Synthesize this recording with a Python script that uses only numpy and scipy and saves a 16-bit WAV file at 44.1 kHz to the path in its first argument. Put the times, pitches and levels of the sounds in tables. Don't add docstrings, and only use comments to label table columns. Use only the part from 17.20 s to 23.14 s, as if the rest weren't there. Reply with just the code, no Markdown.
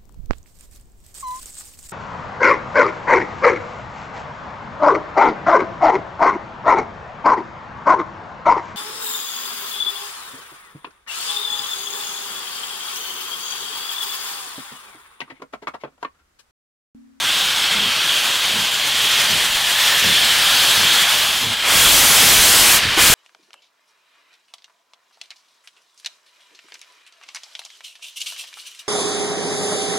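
import sys
import numpy as np
from scipy import signal
from scipy.fft import dct
from scipy.io import wavfile
from scipy.ndimage import uniform_filter1d

SR = 44100
rng = np.random.default_rng(int(sys.argv[2]) if len(sys.argv) > 2 else 0)


def linear_from_db(decibels):
    return 10 ** (np.asarray(decibels, float) / 20)


def dump_mix(stems):
    frames = np.atleast_2d(stems).T
    limited = np.clip(frames, -1, 1)
    pcm = np.round(limited * 32767).astype(np.int16)
    wavfile.write(sys.argv[1], SR, pcm)


N = 261951

# t/s, level/dB, clearness of the air path/dB, ground echo f/Hz
FAR_PATH = [(0.0, -21, -7.5, 1610), (0.42, -19.5, -12, 1650), (0.6, -20.5, -18, 1620),
            (0.84, -19.5, -12, 1600), (1.0, -20, -8, 1620), (1.55, -21.5, -8, 1600), (1.85, -19, -6, 1900),
            (2.2, -18.5, -7.5, 1830), (2.4, -21, -5, 1720), (2.62, -18, -3, 1800),
            (2.94, -16.5, -7.5, 1770), (3.25, -17.5, -4.5, 1680), (3.5, -16.5, -2, 1730),
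            (3.7, -16, -5, 1690), (3.93, -16.5, -4, 1720), (4.2, -21.5, -5, 1650), (4.36, -23, -11.5, 1630),
            (5.7, -21, -14.5, 1805)]
# f/Hz, level per Hz/dB
FAR_COLOUR = [(24, -38), (60, -22), (112, -11), (305, -17.5), (570, -13.5), (873, -9.5), (1500, -5.5),
              (2300, -5), (3060, -1.5), (4300, -5), (5580, -8.5), (9000, -11.5), (15000, -18.5),
              (21000, -29)]
# t/s, centre f/Hz
WHISTLE_PITCH = [(0.0, 3370), (0.11, 3250), (0.66, 3250), (0.94, 3280), (1.93, 3230), (2.12, 3080),
                 (2.4, 3310), (3.18, 3180), (3.56, 3290), (4.13, 3340), (4.3, 3230), (5.09, 3320),
                 (5.46, 3070), (5.94, 3160)]
# width/Hz, level against the far cock/dB
WHISTLE_PARTS = [
    (190, -6.5),
    (700, -2.5),
]
# f/Hz, width/Hz, level/dB
PIPE_TONES = [(620, 90, -26), (830, 100, -22), (1080, 120, -21), (1400, 140, -20), (2150, 170, -17),
              (2600, 180, -16), (4200, 300, -15)]
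# opening t/s, rise time/s, shutting t/s, full level/dB
NEAR_STROKES = [
    (4.415, .065, 5.603, -14.8),
    (5.764, 0.016, 6.2, -13.5),
]
# f/Hz, level per Hz/dB
NEAR_COLOUR = [(20, -20), (50, -8), (335, -10.5), (800, -4.5), (1300, -2), (1790, -1), (2610, -0.5),
               (3250, -0.5), (4400, -3), (5570, -4.5), (8140, -4.5), (12200, -7.5), (15500, -12.5),
               (21000, -18.5)]
# f/Hz, likeness (0-1)
LIKENESS = [(40, .84), (500, .89), (2000, .92), (5000, .87), (15000, .84)]
# t/s, peak level/dB, f/Hz, time to fall 60 dB/s
VALVE_COUGH = [
    (5.772, -12, 330, .08),
]
# t/s, length/s, level/dB, upper pipe tone f/Hz, fall factor
CHUFFS = [
    (.51, 0.22, -33.5, 204, 0.96),
    (1.295, .17, -35, 255, 0.56),
    (2.063, 0.15, -33.5, 194, 0.79),
    (2.801, 0.16, -29.5, 197, 0.9),
    (3.54, 0.16, -34, 190, 0.92),
    (4.19, 0.17, -32.5, 213, 0.96),
    (4.896, 0.25, -38.5, 200, 0.9),
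    (5.59, 0.17, -31.5, 190, 1),
]
# t/s, peak level/dB, push time/ms
THUMPS = [
    (2.3, -27, 5),
    (2.35, -25, 4),
    (4.557, -16, 2.8),
    (4.662, -18, 4),
    (5.655, -16, 1.6),
    (5.899, -2, 2.2),
    (5.921, -10, 5),
]
# f/Hz, band level over rounding step/dB
ROUNDING_CARE = [(200, 20), (700, 17), (1400, 12), (3000, 17), (5000, 12), (9000, 9.5), (14000, 6),
                 (15800, -2)]

T = np.arange(N // 128 + 5) * 128 / SR
HZ = np.fft.rfftfreq(512, 1 / SR)


def evened(x):
    return x / np.sqrt(np.mean(x ** 2) + 1e-20)


def noise(count=N):
    return rng.standard_normal(count)


def read(points, hz):
    f, value = np.transpose(points)
    return np.interp(np.log(hz + 1), np.log(f + 1), value)


def slowly(values):
    return np.interp(np.arange(N) / SR, T, values)


def drift(count, span):
    span = max(int(span), 1)
    return evened(uniform_filter1d(uniform_filter1d(noise(count), span), span))


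def add(mix, s, sound):
    part = mix[round(s * SR):][:len(sound)]
    part += sound[:len(part)]


def resonate(x, hz, width):
    turn = np.exp(2j * np.pi * np.cumsum(hz * np.ones(x.shape[-1])) / SR)
    r = np.exp(-np.pi * width / SR)
    return 2 * (turn * signal.lfilter([1 - r], [1, -r], x / turn)).real


def bump(hz, octaves):
    return np.exp(-.5 * (np.log2((HZ[:, None] + 1) / hz) / octaves) ** 2)


def mottled(x, frames, bins):
    return evened(uniform_filter1d(uniform_filter1d(x, size=frames, axis=0), size=bins, axis=1))


def jet(colour, band, level_db, tilt_db, patchy_db, cloud_db, gust_db):
    a, b, c, d, patches, clouds = rng.standard_normal((len(T), len(HZ), 6)).T
    patches = mottled(patches, 5, 20)
    clouds = mottled(clouds, 4, 110)
    same = np.clip(read(LIKENESS, HZ), -1, 1)[:, None]
    left = a + 1j * b
    right = same * left + np.sqrt(1 - same ** 2) * (c + 1j * d)
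    shape = linear_from_db(read(colour, HZ))
    shape = shape / np.linalg.norm(shape[(HZ > band[0]) & (HZ < band[1])])
    unrest_db = patchy_db * patches + cloud_db * clouds + gust_db * drift(len(T), 8)
    z = np.array([left, right]) * shape[:, None] * linear_from_db(level_db + tilt_db + unrest_db)
    steam = signal.istft(z, nperseg=512, noverlap=384)[1][:, :N] / np.sqrt(1.5)
    no_deep_bass = signal.butter(2, 70, "high", fs=SR, output="sos")
    return signal.sosfilt(no_deep_bass, steam)


def far_cock():
    s, *columns = np.transpose(FAR_PATH)
    level_db, clear_db, echo_hz = (np.interp(T, s, c) for c in columns)
    clear_db = clear_db + 5.5
    flank_db = 4.5 * (T > 5.0)
    body_db = 0.46 + 0.18 * clear_db + flank_db
    shoulder_db = 0.1 + .3 * clear_db + flank_db
    airy = np.clip(np.log2((HZ[:, None] + 1) / 5000) / 1.73, 0, 2)
    tilt_db = bump(echo_hz, 0.38) * 1.1 * body_db
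    tilt_db = tilt_db + bump(700, 0.62) * 1.3 * np.maximum(body_db, -1)
    tilt_db = tilt_db + bump(4400, 0.36) * 1.1 * shoulder_db + airy * clear_db
    hiss = jet(FAR_COLOUR, (2500, 3900), level_db - 1.5, tilt_db,
               patchy_db=1.3, cloud_db=1.04, gust_db=1.14)
    tones = whistle() + ground_echo(body_db, echo_hz) + pipe_tones()
    return hiss + tones * linear_from_db(slowly(level_db))


def whistle():
    centre_hz = np.interp(T, *np.transpose(WHISTLE_PITCH))
    centre_hz = slowly(centre_hz * (1 + 0.017 * drift(len(T), 23)))
    out = np.zeros(N)
    for width, db in WHISTLE_PARTS:
        waver_db = slowly(1.3 * drift(len(T), 25))
        out += linear_from_db(db + waver_db) * evened(resonate(noise(), centre_hz, width))
    return out


def ground_echo(body_db, echo_hz):
    focus_s, focus_length_s, focus_db = 2.72, 0.22, 5.5
    lined_up_db = focus_db * np.exp(-((T - focus_s) / focus_length_s) ** 2)
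    loudness = linear_from_db(slowly(1.1 * body_db - 13.5 + lined_up_db))
    return loudness * evened(resonate(noise(), slowly(echo_hz), 140))


def pipe_tones():
    out = np.zeros(N)
    for hz, width, db in PIPE_TONES:
        wander = slowly(1 + .04 * drift(len(T), 60))
        swell_db = slowly(3.5 * np.tanh(drift(len(T), 40)))
        out += linear_from_db(db + swell_db) * evened(resonate(noise(), hz * wander, width))
    return out


def near_cock():
    full_db, loss_db = throttle(T)
    body_db = -3 + np.minimum(-0.57 * throttle(T - 0.021)[1], 11)
    core_db = 1.7 - 2 * (T - NEAR_STROKES[0][0])
    tilt_db = bump(1300, 1.0) * body_db + bump(3600, 0.24) * core_db
    tilt_db = tilt_db + bump(13000, .9) * .3 * loss_db
    whistle_hz = np.interp(T, *np.transpose(WHISTLE_PITCH))
    tilt_db = tilt_db + bump(whistle_hz, .07) * 3.2
    return jet(NEAR_COLOUR, (6000, 15000), full_db + loss_db + 6.5, tilt_db,
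               patchy_db=1.12, cloud_db=-0.1, gust_db=-0.15)


def throttle(t):
    cracked_db, shut_db_per_s, shut_s, swell_db_per_s = -23.5, -550, 0.055, 1.3
    stroke = np.maximum(np.searchsorted([row[0] for row in NEAR_STROKES], t) - 1, 0)
    opens, rise, shuts, full_db = np.transpose(NEAR_STROKES)[:, stroke]
    late = np.maximum(t - shuts + shut_s, 0)
    loss_db = cracked_db * np.exp(-np.maximum(t - opens, 0) / rise)
    loss_db = loss_db + shut_db_per_s * late ** 2 / (late + shut_s)
    full_db = full_db + swell_db_per_s * (t - (opens + shuts) / 2)
    return full_db, np.where(t < opens, -90, np.maximum(loss_db, -90))


def valve_cough():
    out = np.zeros(N)
    t = np.arange(4000) / SR
    for s, db, hz, t60 in VALVE_COUGH:
        breath = evened(resonate(noise(len(t)), hz * 1.2, 300))
        cough = np.sin(2 * np.pi * hz * t) + 0.57 * breath
        add(out, s, linear_from_db(db - 60 * t / t60) * (1 - np.exp(-t / 0.0039)) * cough)
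    return out


def gust_thumps():
    out = np.zeros(N)
    for s, db, ms in THUMPS:
        u = np.arange(3000) / SR * 1000 / ms
        add(out, s, linear_from_db(db) * np.tanh(1.8 * u) * 2 * (1 - u) * np.exp(-u))
    return out


def puff(length, db, fall, *tones):
    air = noise(SR // 2)[:int(length * SR)]
    sink = np.linspace(1, fall, len(air))
    hollow = np.zeros(len(air))
    for hz, width, tone_db in tones:
        once = resonate(air, hz * sink, width)
        hollow += linear_from_db(tone_db) * evened(resonate(once, hz * sink, width))
    steady = hollow / (uniform_filter1d(hollow ** 2, size=1300) + .05) ** .35
    return linear_from_db(db) * evened(steady) * signal.windows.tukey(len(air), .7)


def stack_chuffs():
    out = np.zeros(N)
    for s, length, db, hz, fall in CHUFFS:
        lower_db = -10.5 + 2.5 * s
        tones = (hz, 80, 0), (hz * .53, 45, lower_db), (hz * 1.54, 80, -9), (hz * 2.05, 70, -9)
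        add(out, s, puff(length, db, fall, *tones))
    return out


def rumble_and_buffet():
    low_band = signal.butter(2, [22, 95], "band", fs=SR, output="sos")
    low = signal.sosfilt(low_band, noise())
    lumps_db = 4.5 * drift(len(T), 40)
    wheels = linear_from_db(-64 + 3.5 * T + lumps_db)
    buffet = linear_from_db(-36.5 + throttle(T)[1] + .3 * lumps_db)
    return evened(low) * slowly(wheels + buffet)


def scene():
    steam = far_cock() + near_cock()
    low_sounds = valve_cough() + gust_thumps() + stack_chuffs() + rumble_and_buffet()
    return steam + low_sounds


def recorder_rounding(x):
    size, start = 1024, 31
    hz = (np.arange(size) + .5) * SR / (2 * size)
    frames = N // size + 3
    window = signal.windows.kaiser_bessel_derived(2 * size, 4 * np.pi)
    pair = np.pad([x[0] + x[1], x[0] - x[1]], ((0, 0), (2 * size - start, 3 * size)))
    places = np.arange(frames)[:, None] * size + np.arange(2 * size)
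    a, b, c, d = np.split(pair[:, places] * window, 4, axis=2)
    z = dct(np.dstack([-c[..., ::-1] - d, a - b[..., ::-1]]), type=4, norm="ortho")
    band = (12 * np.log2(1 + hz / 900)).astype(int)
    power = np.array([np.bincount(band, row) for row in z[0] ** 2])
    power = power / np.maximum(np.bincount(band), 1)
    scarce_db = drift(frames, 1)[:, None] + .75 * rng.standard_normal(power.shape)
    step = np.sqrt(power + 1e-12)[:, band] / linear_from_db(read(ROUNDING_CARE, hz))
    starved_db = np.where(scarce_db > -.4, 60, 2 * scarce_db + 5)
    step = step * linear_from_db(np.array([1.5 * scarce_db, starved_db])[..., band])
    step = np.maximum(step, linear_from_db(-29) * (hz > 10500))
    kept = hz < 15820 + 70 * scarce_db[:, -1:]
    z = np.sign(z) * np.floor(abs(z) / step + .4) * step * kept
    e, f = np.split(dct(z, type=4, norm="ortho"), 2, axis=2)
    parts = np.dstack([f, -f[..., ::-1], -e[..., ::-1], -e]) * window
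    both = parts[:, 1:, :size] + parts[:, :-1, size:]
    total, difference = both.reshape(2, -1)[:, size - start:size - start + N]
    return np.array([total + difference, total - difference]) / 2


def low_pass(x):
    return signal.sosfilt(signal.butter(12, 16620, fs=SR, output="sos"), x)


def record(dry):
    ceiling, knee = .45, 6.
    clipped = dry / (1 + abs(dry / ceiling) ** knee) ** (1 / knee)
    mix = recorder_rounding(clipped)
    return low_pass(mix)


dry = scene()
out = record(dry)
dump_mix(out)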